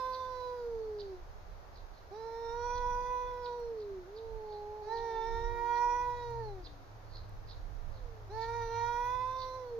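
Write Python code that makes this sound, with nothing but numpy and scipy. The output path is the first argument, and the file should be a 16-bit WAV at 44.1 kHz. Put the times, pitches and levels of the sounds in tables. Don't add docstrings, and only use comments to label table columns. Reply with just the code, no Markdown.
import sys
import numpy as np
from scipy import signal
from scipy.fft import rfft, irfft
from scipy.io import wavfile
from scipy.ndimage import uniform_filter1d

SR = 44100
rng = np.random.default_rng(int(sys.argv[2]) if len(sys.argv) > 2 else 0)


def inscribe(sig):
    pcm = np.round(np.clip(np.atleast_2d(sig).T, -1, 1) * 32767)
    wavfile.write(sys.argv[1], SR, pcm.astype(np.int16))


N = 431738
TIME = np.arange(N) / SR
FREQS = np.fft.rfftfreq(N, 1 / SR)

# time_s, pitch_hz, level_db, mouth (0 shut, 1 open)
FIRST_YOWL = [(0.0, 513, -40.2, 0.72), (0.28, 513, -43, 0.55), (0.55, 492, -42.5, 0.32),
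              (0.686, 467, -37, 0.17), (1.023, 407.3, -41.5, 0.14), (1.27, 330, -48, 0.27)]
SECOND_YOWL = [(2.1, 452.3, -46.5, 0.32), (2.484, 462.6, -41, 0.41), (2.668, 485.7, -38.5, 0.7),
               (3.109, 496, -40, 0.78), (3.302, 497, -43, 0.61), (3.58, 479, -41.5, 0.3),
               (3.689, 464.6, -39.0, 0.2), (3.858, 409.3, -40.5, 0.0), (4.2, 304, -43, 0.0)]
THIRD_YOWL = [(4.81, 468.7, -52.5, 0.39), (4.948, 473.5, -39.5, 0.51), (5.186, 450, -38.5, 0.67),
              (5.511, 469.5, -39, 0.73), (5.716, 474.6, -38, 0.97), (6.0, 488.7, -39.5, 0.91),
              (6.188, 485, -42.5, 0.66), (6.406, 457.6, -42.5, 0.41), (6.565, 377.5, -48.5, 0.29),
              (6.8, 274, -37, 0.58)]
FOURTH_YOWL = [(8.285, 454.5, -49, 0.31), (8.415, 453.9, -39.5, 0.74), (8.546, 469.2, -40, 0.72),
               (8.68, 457.5, -36, 0.77), (8.913, 476.6, -39, 0.91), (9.146, 500.4, -42, 0.93),
               (9.342, 515.6, -43.5, 0.73), (9.59, 514.2, -43.5, 0.31), (9.683, 486.5, -43.5, 0.27),
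               (9.79, 451.3, -37.5, 0.1)]
# mouth (0-1), fundamental_db, octave_db, overtones_db, middle_hz, middle_db, high_hz, high_db
MOUTH_VOWELS = [(0, -1.5, -41, -50.5, 4440, 17, 5500, 0), (.35, 0, -3.5, -22, 4250, 6.5, 5660, 5),
                (.6, -2.5, -1.5, -19.5, 3667, 17, 5509, 9), (1, -8.5, 9.5, -12, 3387, 15.5, 6040, 10.5)]
# frequency_hz, gain_db
THROAT_COLOUR = [(1400, 0), (1900, -7), (2450, -4), (2900, -30.5), (3400, -23.5), (4300, -17.5),
                 (5000, -22.5), (5900, -22), (6800, -30.5), (8200, -58.5), (9300, -32), (10300, -54.5),
                 (12300, -29.5), (15000, -48)]
# peak_s, change_db, rise_fall_s
VOICE_CATCHES = [(3.33, -1, .04), (3.48, 3.5, 0.02), (4.92, 9, .02), (5.0, -1.5, 0.027), (5.5, -3.5, 0.13),
                 (6.41, 1, 0.032), (8.471, -4.5, 0.011), (8.69, -11, 0.039), (8.799, -2.5, 0.013),
                 (9.009, -4.5, 0.049)]
# time_s, pitch_hz, fundamental_db, octave_db
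LONG_ANSWER = [(4.04, 354, -55, -71), (4.17, 443, -45.5, -63.5), (4.26, 453.7, -44.5, -60.5),
               (4.55, 416.6, -45.5, -48), (4.82, 424, -46.5, -50.5), (5.0, 401, -54, -52),
               (5.58, 365.5, -54.5, -70.5), (5.78, 372.4, -58, -64.5), (6.25, 307.5, -73, -84.5)]
SHORT_ANSWER = [(7.85, 595, -73, -86), (8.1, 460, -55.5, -83), (8.3, 398, -65, -75)]
# time_s, pitch_hz, level_db
LOW_MOAN = [(6.6, 318, -62), (6.8, 272, -67.5), (6.92, 298, -74), (7.2, 311, -74), (7.7, 302, -74),
            (8.15, 274, -78)]
# frequency_hz, left_minus_right_db, left_lead_rad
MIC_PORTS = [(450, -2.5, 0.17), (960, -7.5, -0.96), (1510, -8.5, 1.4), (2120, 2, -1.8), (2270, -2, -0.71),
             (3500, 0, 0.91), (5800, -41, -0.066), (9000, -17.5, 1), (13000, -1.5, 0.7)]
# peak_s, level_db, rise_fall_s
BIRD_CHIPS = [(0.147, -45.5, .0098), (0.602, -63.5, .014), (1.008, -47.5, 0.01), (1.772, -57, 0.015),
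              (1.977, -63, .022), (2.768, -51.5, 0.014), (3.457, -48.5, 0.011), (3.818, -59, 0.013),
              (4.179, -54, 0.011), (4.539, -58.5, 0.034), (4.974, -48.5, 0.017), (5.768, -52, .012),
              (6.661, -46, 0.009), (7.161, -52.5, 0.027), (7.511, -49, 0.015), (7.969, -63, 0.021),
              (8.432, -46, 0.012), (9.42, -46, .017)]
# start_s, level_db, decay_s, centre_hz, half_width_hz
DRY_TICKS = [(3.308, -54, .005, 1990, 247), (3.601, -60, .001, 13000, 5000),
             (6.306, -58, 0.00093, 13000, 6000), (7.294, -61, 0.0011, 13000, 8000)]
# peak_s, level_db, rise_fall_s, left_minus_right_db
MIC_GUSTS = [(1.4, -47.5, 0.3, -2), (2.7, -48, .2, -12.5), (3.051, -42.5, 0.16, 0), (4.35, -48.5, .05, -21),
             (5.45, -41, .1, -14), (6.25, -45.5, 0.3, 11), (7.45, -45.5, 0.23, -8.5), (7.85, -50, 0.2, -28),
             (8.55, -48.5, 0.52, 2)]
# frequency_hz, gain_db
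WIND_COLOUR = [(15, -3), (30, 4), (50, -7), (80, -7.5), (120, -23.5), (200, -28), (400, -70.5)]
# peak_s, level_db, rise_fall_s
MOTOR_SWELLS = [(6.42, -48, 0.15), (7.2, -51, 0.24), (8.6, -47, 0.44)]
# frequency_hz, gain_db
TOWN_COLOUR = [(100, -4), (160, -17), (240, -24), (400, -16), (680, -15.5), (1000, -19), (1600, -25.5),
               (2200, -32), (3000, -37.5), (4200, -35.5), (6300, -39.5), (8200, -59), (12500, -48),
               (15500, -50)]
# frequency_hz, side_minus_mid_db
TOWN_WIDTH = [(100, -23.5), (300, -9), (700, -1.5), (1500, 1), (4000, -1), (12000, 1)]

STRAIN_HZ, STRAIN_DB_PER_HZ = 495.7, 0.1352
GIVE_OUT_HZ, GIVE_OUT_DB_PER_HZ = 369.4, 0.79
SAG_DULLS_DB_PER_HZ = 0.06
UNDERTONE_RATIO, UNDERTONE_DB = .6, -35


def yowl(table, low_hz, low_db, bright_db, treble_db, ring_db, tongue, scoop_hz=0, scoop_s=1,
         flutter_db=3, patchy_db=3, tremble_db=2, rasp=0.17, treble_follow=0.57, open_db=-56):
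    out, on = np.zeros((2, N)), span(table)
    t = TIME[on]
    hz, level_db, mouth = curves(table, t)
    flat_hz = scoop_hz * np.exp((t[0] - t) / scoop_s)
    hz -= flat_hz
    level_db -= GIVE_OUT_DB_PER_HZ * np.maximum(GIVE_OUT_HZ - hz, 0)
    strain_db = STRAIN_DB_PER_HZ * np.maximum(hz - STRAIN_HZ, 0)
    catch_db = sum(db * swell(t - s, seconds) for s, db, seconds in VOICE_CATCHES)
    base_db, octave_db, over_db, *_ = curves(MOUTH_VOWELS, mouth)
    *_, middle_hz, middle_db, high_hz, high_db = curves(MOUTH_VOWELS, mouth + tongue)
    resonances = [(low_db, low_hz), (middle_db + ring_db, middle_hz), (high_db + ring_db, high_hz),
                  (-17 * (1 - mouth), 2450)]
    phase = unsteady_phase(hz, waver=.0024, jitter=0.0036)
    voice = partial(phase, hz, level_db + base_db - strain_db + .65 * drift(40, len(t)))
    octave_db += level_db + strain_db + catch_db + 1.2 * drift(35, len(t))
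    voice += partial(2 * phase, 2 * hz, octave_db)
    under_db = level_db + UNDERTONE_DB + 3 * drift(8, len(t))
    voice += partial(UNDERTONE_RATIO * phase, UNDERTONE_RATIO * hz, under_db)
    sag_db = SAG_DULLS_DB_PER_HZ * (np.maximum.accumulate(hz) - hz + flat_hz)
    over_db += level_db - sag_db + 0.41 * catch_db
    over_db += tremble_db * np.tanh(drift(70, len(t)))
    nasal_db = open_db + treble_db + treble_follow * (over_db - open_db)
    for k in range(3, 28):
        drive_db = over_db + bright_db if k < 6 else nasal_db + patchy_db * drift(6, len(t))
        vowel_db = sum(db * resonance(k * hz, centre, half_width_hz=220) for db, centre in resonances)
        db = drive_db + colour(THROAT_COLOUR, k * hz) + vowel_db
        db += flutter_db * np.tanh(drift(22, len(t)))
        grit = 1 + rasp * np.log(k / 2) * drift(500, len(t))
        voice += grit * partial(k * phase, k * hz, db)
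    out[:, on] = voice * fade(t, seconds=.024)
    return out


def answer(table, nasal_db=-35, nasal_hz=4200):
    out, on = np.zeros((2, N)), span(table)
    t = TIME[on]
    hz, base_db, octave_db = curves(table, t)
    phase = unsteady_phase(hz, waver=.003, jitter=0.0011)
    voice = partial(phase, hz, base_db + .4 * drift(21, len(t)))
    voice += partial(2 * phase, 2 * hz, octave_db)
    for k in range(3, 12):
        nose = resonance(k * hz, nasal_hz, half_width_hz=220)
        voice += nose * partial(k * phase, k * hz, base_db + nasal_db)
    out[:, on] = voice * fade(t, seconds=0.033)
    return out


def moan():
    hz, db = curves(LOW_MOAN, TIME)
    phase = unsteady_phase(hz, waver=0.00496, jitter=0.0016)
    return partial(phase, hz, db) * span(LOW_MOAN)


def birds(centre_hz=4250, rasp_hz=240, slur_s=.022, burst_s=0.012, left_db=-8):
    out = np.zeros(N)
    for peak_s, db, rise_fall_s in BIRD_CHIPS:
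        on = np.abs(TIME - peak_s) < 4 * rise_fall_s
        t = TIME[on] - peak_s
        fall_hz = 1758 / (1 + (rise_fall_s / slur_s) ** 4)
        hz = centre_hz + (rasp_hz + .1 * fall_hz) * drift(2200, len(t))
        hz -= fall_hz * np.tanh(0.28 * t / rise_fall_s) / 2
        pulses = np.cos(np.pi * t / burst_s + .5 * drift(66, len(t))) ** 4
        bursts = unit((0.79 + pulses) * undb(2 * drift(220, len(t))))
        out[on] += undb(db) * bursts * swell(t, rise_fall_s) * np.sin(2 * np.pi * np.cumsum(hz) / SR)
    return np.array([out * undb(left_db), np.roll(out, 2)])


def ticks():
    out = np.zeros((2, N))
    for start_s, db, decay_s, hz, half_width_hz in DRY_TICKS:
        on = (TIME >= start_s) & (TIME < start_s + 10 * decay_s)
        size = on.sum()
        band = resonance(np.fft.rfftfreq(size, 1 / SR), hz, half_width_hz)
        ring = irfft(rfft(rng.standard_normal((2, size))) * band, size)
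        out[:, on] += undb(db) * np.exp((start_s - TIME[on]) / decay_s) * unit(ring)
    return out


def yard(direct, early_db, tail_db, early_s, tail_t60_s=.45):
    t = TIME[:SR // 2]
    early, tail = rng.standard_normal((2, 2, len(t)))
    early *= np.exp(-t / early_s) * (t > .002)
    tail *= undb(-60 * t / tail_t60_s) * (t > .015)
    echoes = sum(undb(db) * part / np.linalg.norm(part, axis=1, keepdims=True)
                 for db, part in [(early_db, early), (tail_db, tail)])
    scattered = signal.sosfilt(signal.butter(1, 1200, "high", fs=SR, output="sos"), direct.mean(axis=0))
    return direct + signal.fftconvolve(scattered[None], echoes, axes=1)[:, :N]


def wind(breeze_db=-55.5, breeze_pan_db=-7.5, flutter_db=2.5, shared=0.9):
    rumble = undb(colour(WIND_COLOUR, FREQS))
    both, left, right = (unit(noise(rumble)) * undb(flutter_db * drift(16, N)) for _ in range(3))
    side = np.array([[.5], [-.5]])
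    breeze_power = undb(breeze_db + side * breeze_pan_db) ** 2
    gust_power = sum((undb(db + side * pan_db) * swell(TIME - s, seconds)) ** 2
                     for s, db, seconds, pan_db in MIC_GUSTS)
    return unit(np.array([left, right]) + shared * both) * np.sqrt(breeze_power + gust_power)


def motor(idle_hz=78.2, rev_hz=121.3, work_hz=104, rev_s=5.9, settle_s=6.75, idle_db=-66, rumble=0.37):
    revved, settled = (.5 + .5 * np.tanh((TIME - s) / 0.076) for s in (rev_s, settle_s))
    hz = idle_hz + (rev_hz - idle_hz) * revved + (work_hz - rev_hz) * settled
    swell_power = sum((undb(db) * swell(TIME - s, seconds)) ** 2 for s, db, seconds in MOTOR_SWELLS)
    phase = unsteady_phase(hz, waver=.012, jitter=0.0036)
    hum = (0.88 + rumble * drift(25, N)) * np.sin(phase) + rumble * drift(25, N) * np.cos(phase)
    return hum * np.sqrt(undb(idle_db) ** 2 + swell_power)


def town(level_db=-56.5, low_cut_hz=90, whine_hz=6537, whine_db=-88):
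    gain = undb(colour(TOWN_COLOUR, FREQS)) * FREQS ** 2 / (FREQS ** 2 + low_cut_hz ** 2)
    mid, side = noise(gain), noise(gain * undb(colour(TOWN_WIDTH, FREQS)))
    bed = unit(np.array([mid + side, mid - side])) * undb(level_db)
    whine = undb(whine_db) * np.sin(2 * np.pi * whine_hz * TIME)
    return bed + whine * (1 + 0.41 * drift(12, N))


def unsteady_phase(hz, waver, jitter):
    wobble = 1 + waver * drift(35, len(hz)) + jitter * drift(450, len(hz))
    return 2 * np.pi * np.cumsum(uniform_filter1d(hz, size=900) * wobble) / SR


def partial(phase, hz, db):
    side = np.array([[.5], [-.5]])
    gain = undb(side * colour(MIC_PORTS, hz))
    lead_rad = side * colour(MIC_PORTS, hz, column=2)
    return np.sqrt(2) * undb(db) * gain / gain.mean(axis=0) * np.sin(phase + lead_rad)


def resonance(hz, centre_hz, half_width_hz):
    return 1 / (1 + ((hz - centre_hz) / half_width_hz) ** 2)


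def swell(t, seconds):
    return 1 / np.cosh(np.clip(t / seconds, -20, 20))


def fade(t, seconds):
    since_start = t - t[0] + seconds * (t[0] == 0)
    until_end = t[-1] - t + seconds * (t[-1] == TIME[-1])
    return np.clip(np.minimum(since_start, until_end) / seconds, 0, 1)


def span(table):
    return (TIME >= table[0][0]) & (TIME <= table[-1][0])


def curves(table, at):
    knots, *columns = np.transpose(table)
    return [np.interp(at, knots, column) for column in columns]


def colour(table, hz, column=1):
    rows = np.array(table)
    return np.interp(np.log(hz + 1), np.log(rows[:, 0]), rows[:, column])


def noise(gain):
    return irfft(rfft(rng.standard_normal(N)) * gain, N)


def drift(rate_hz, size):
    hold = max(int(SR / rate_hz), 2)
    steps = np.repeat(rng.standard_normal(size // hold + 1), hold)
    return unit(uniform_filter1d(uniform_filter1d(steps, hold), hold)[:size])


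def undb(db):
    return 10 ** (np.asarray(db) / 20)


def unit(x):
    return x / np.sqrt(np.mean(x ** 2))


def scene():
    louder = yowl(FIRST_YOWL, low_hz=1380, low_db=9, bright_db=1, treble_db=4, ring_db=-3.5,
                  tongue=0.052)
    louder += yowl(SECOND_YOWL, low_hz=1680, low_db=6.5, bright_db=0, treble_db=-2, ring_db=3,
                   tongue=0.15, scoop_hz=115.2, scoop_s=.038)
    louder += yowl(THIRD_YOWL, low_hz=1840, low_db=12, bright_db=-3, treble_db=-1, ring_db=1,
                   tongue=-.03, scoop_hz=84.4, scoop_s=.075)
    louder += yowl(FOURTH_YOWL, low_hz=1810, low_db=8, bright_db=0.5, treble_db=1.5, ring_db=-1,
                   tongue=0.024, scoop_hz=121, scoop_s=0.031, rasp=0.22)
    rival = answer(LONG_ANSWER) + answer(SHORT_ANSWER) + moan()
    cats = yard(louder + rival, early_db=-10, tail_db=-20, early_s=0.058)
    chips = yard(birds(), early_db=-5, tail_db=-5.5, early_s=0.01)
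    return cats + chips + ticks() + wind() + motor() + town()


def record(dry):
    low_cut = signal.butter(2, 16, "high", fs=SR, output="sos")
    high_cut = signal.ellip(12, .2, 80, 15300, fs=SR, output="sos")
    return signal.sosfilt(high_cut, signal.sosfilt(low_cut, dry))


dry = scene()
out = record(dry)
inscribe(out)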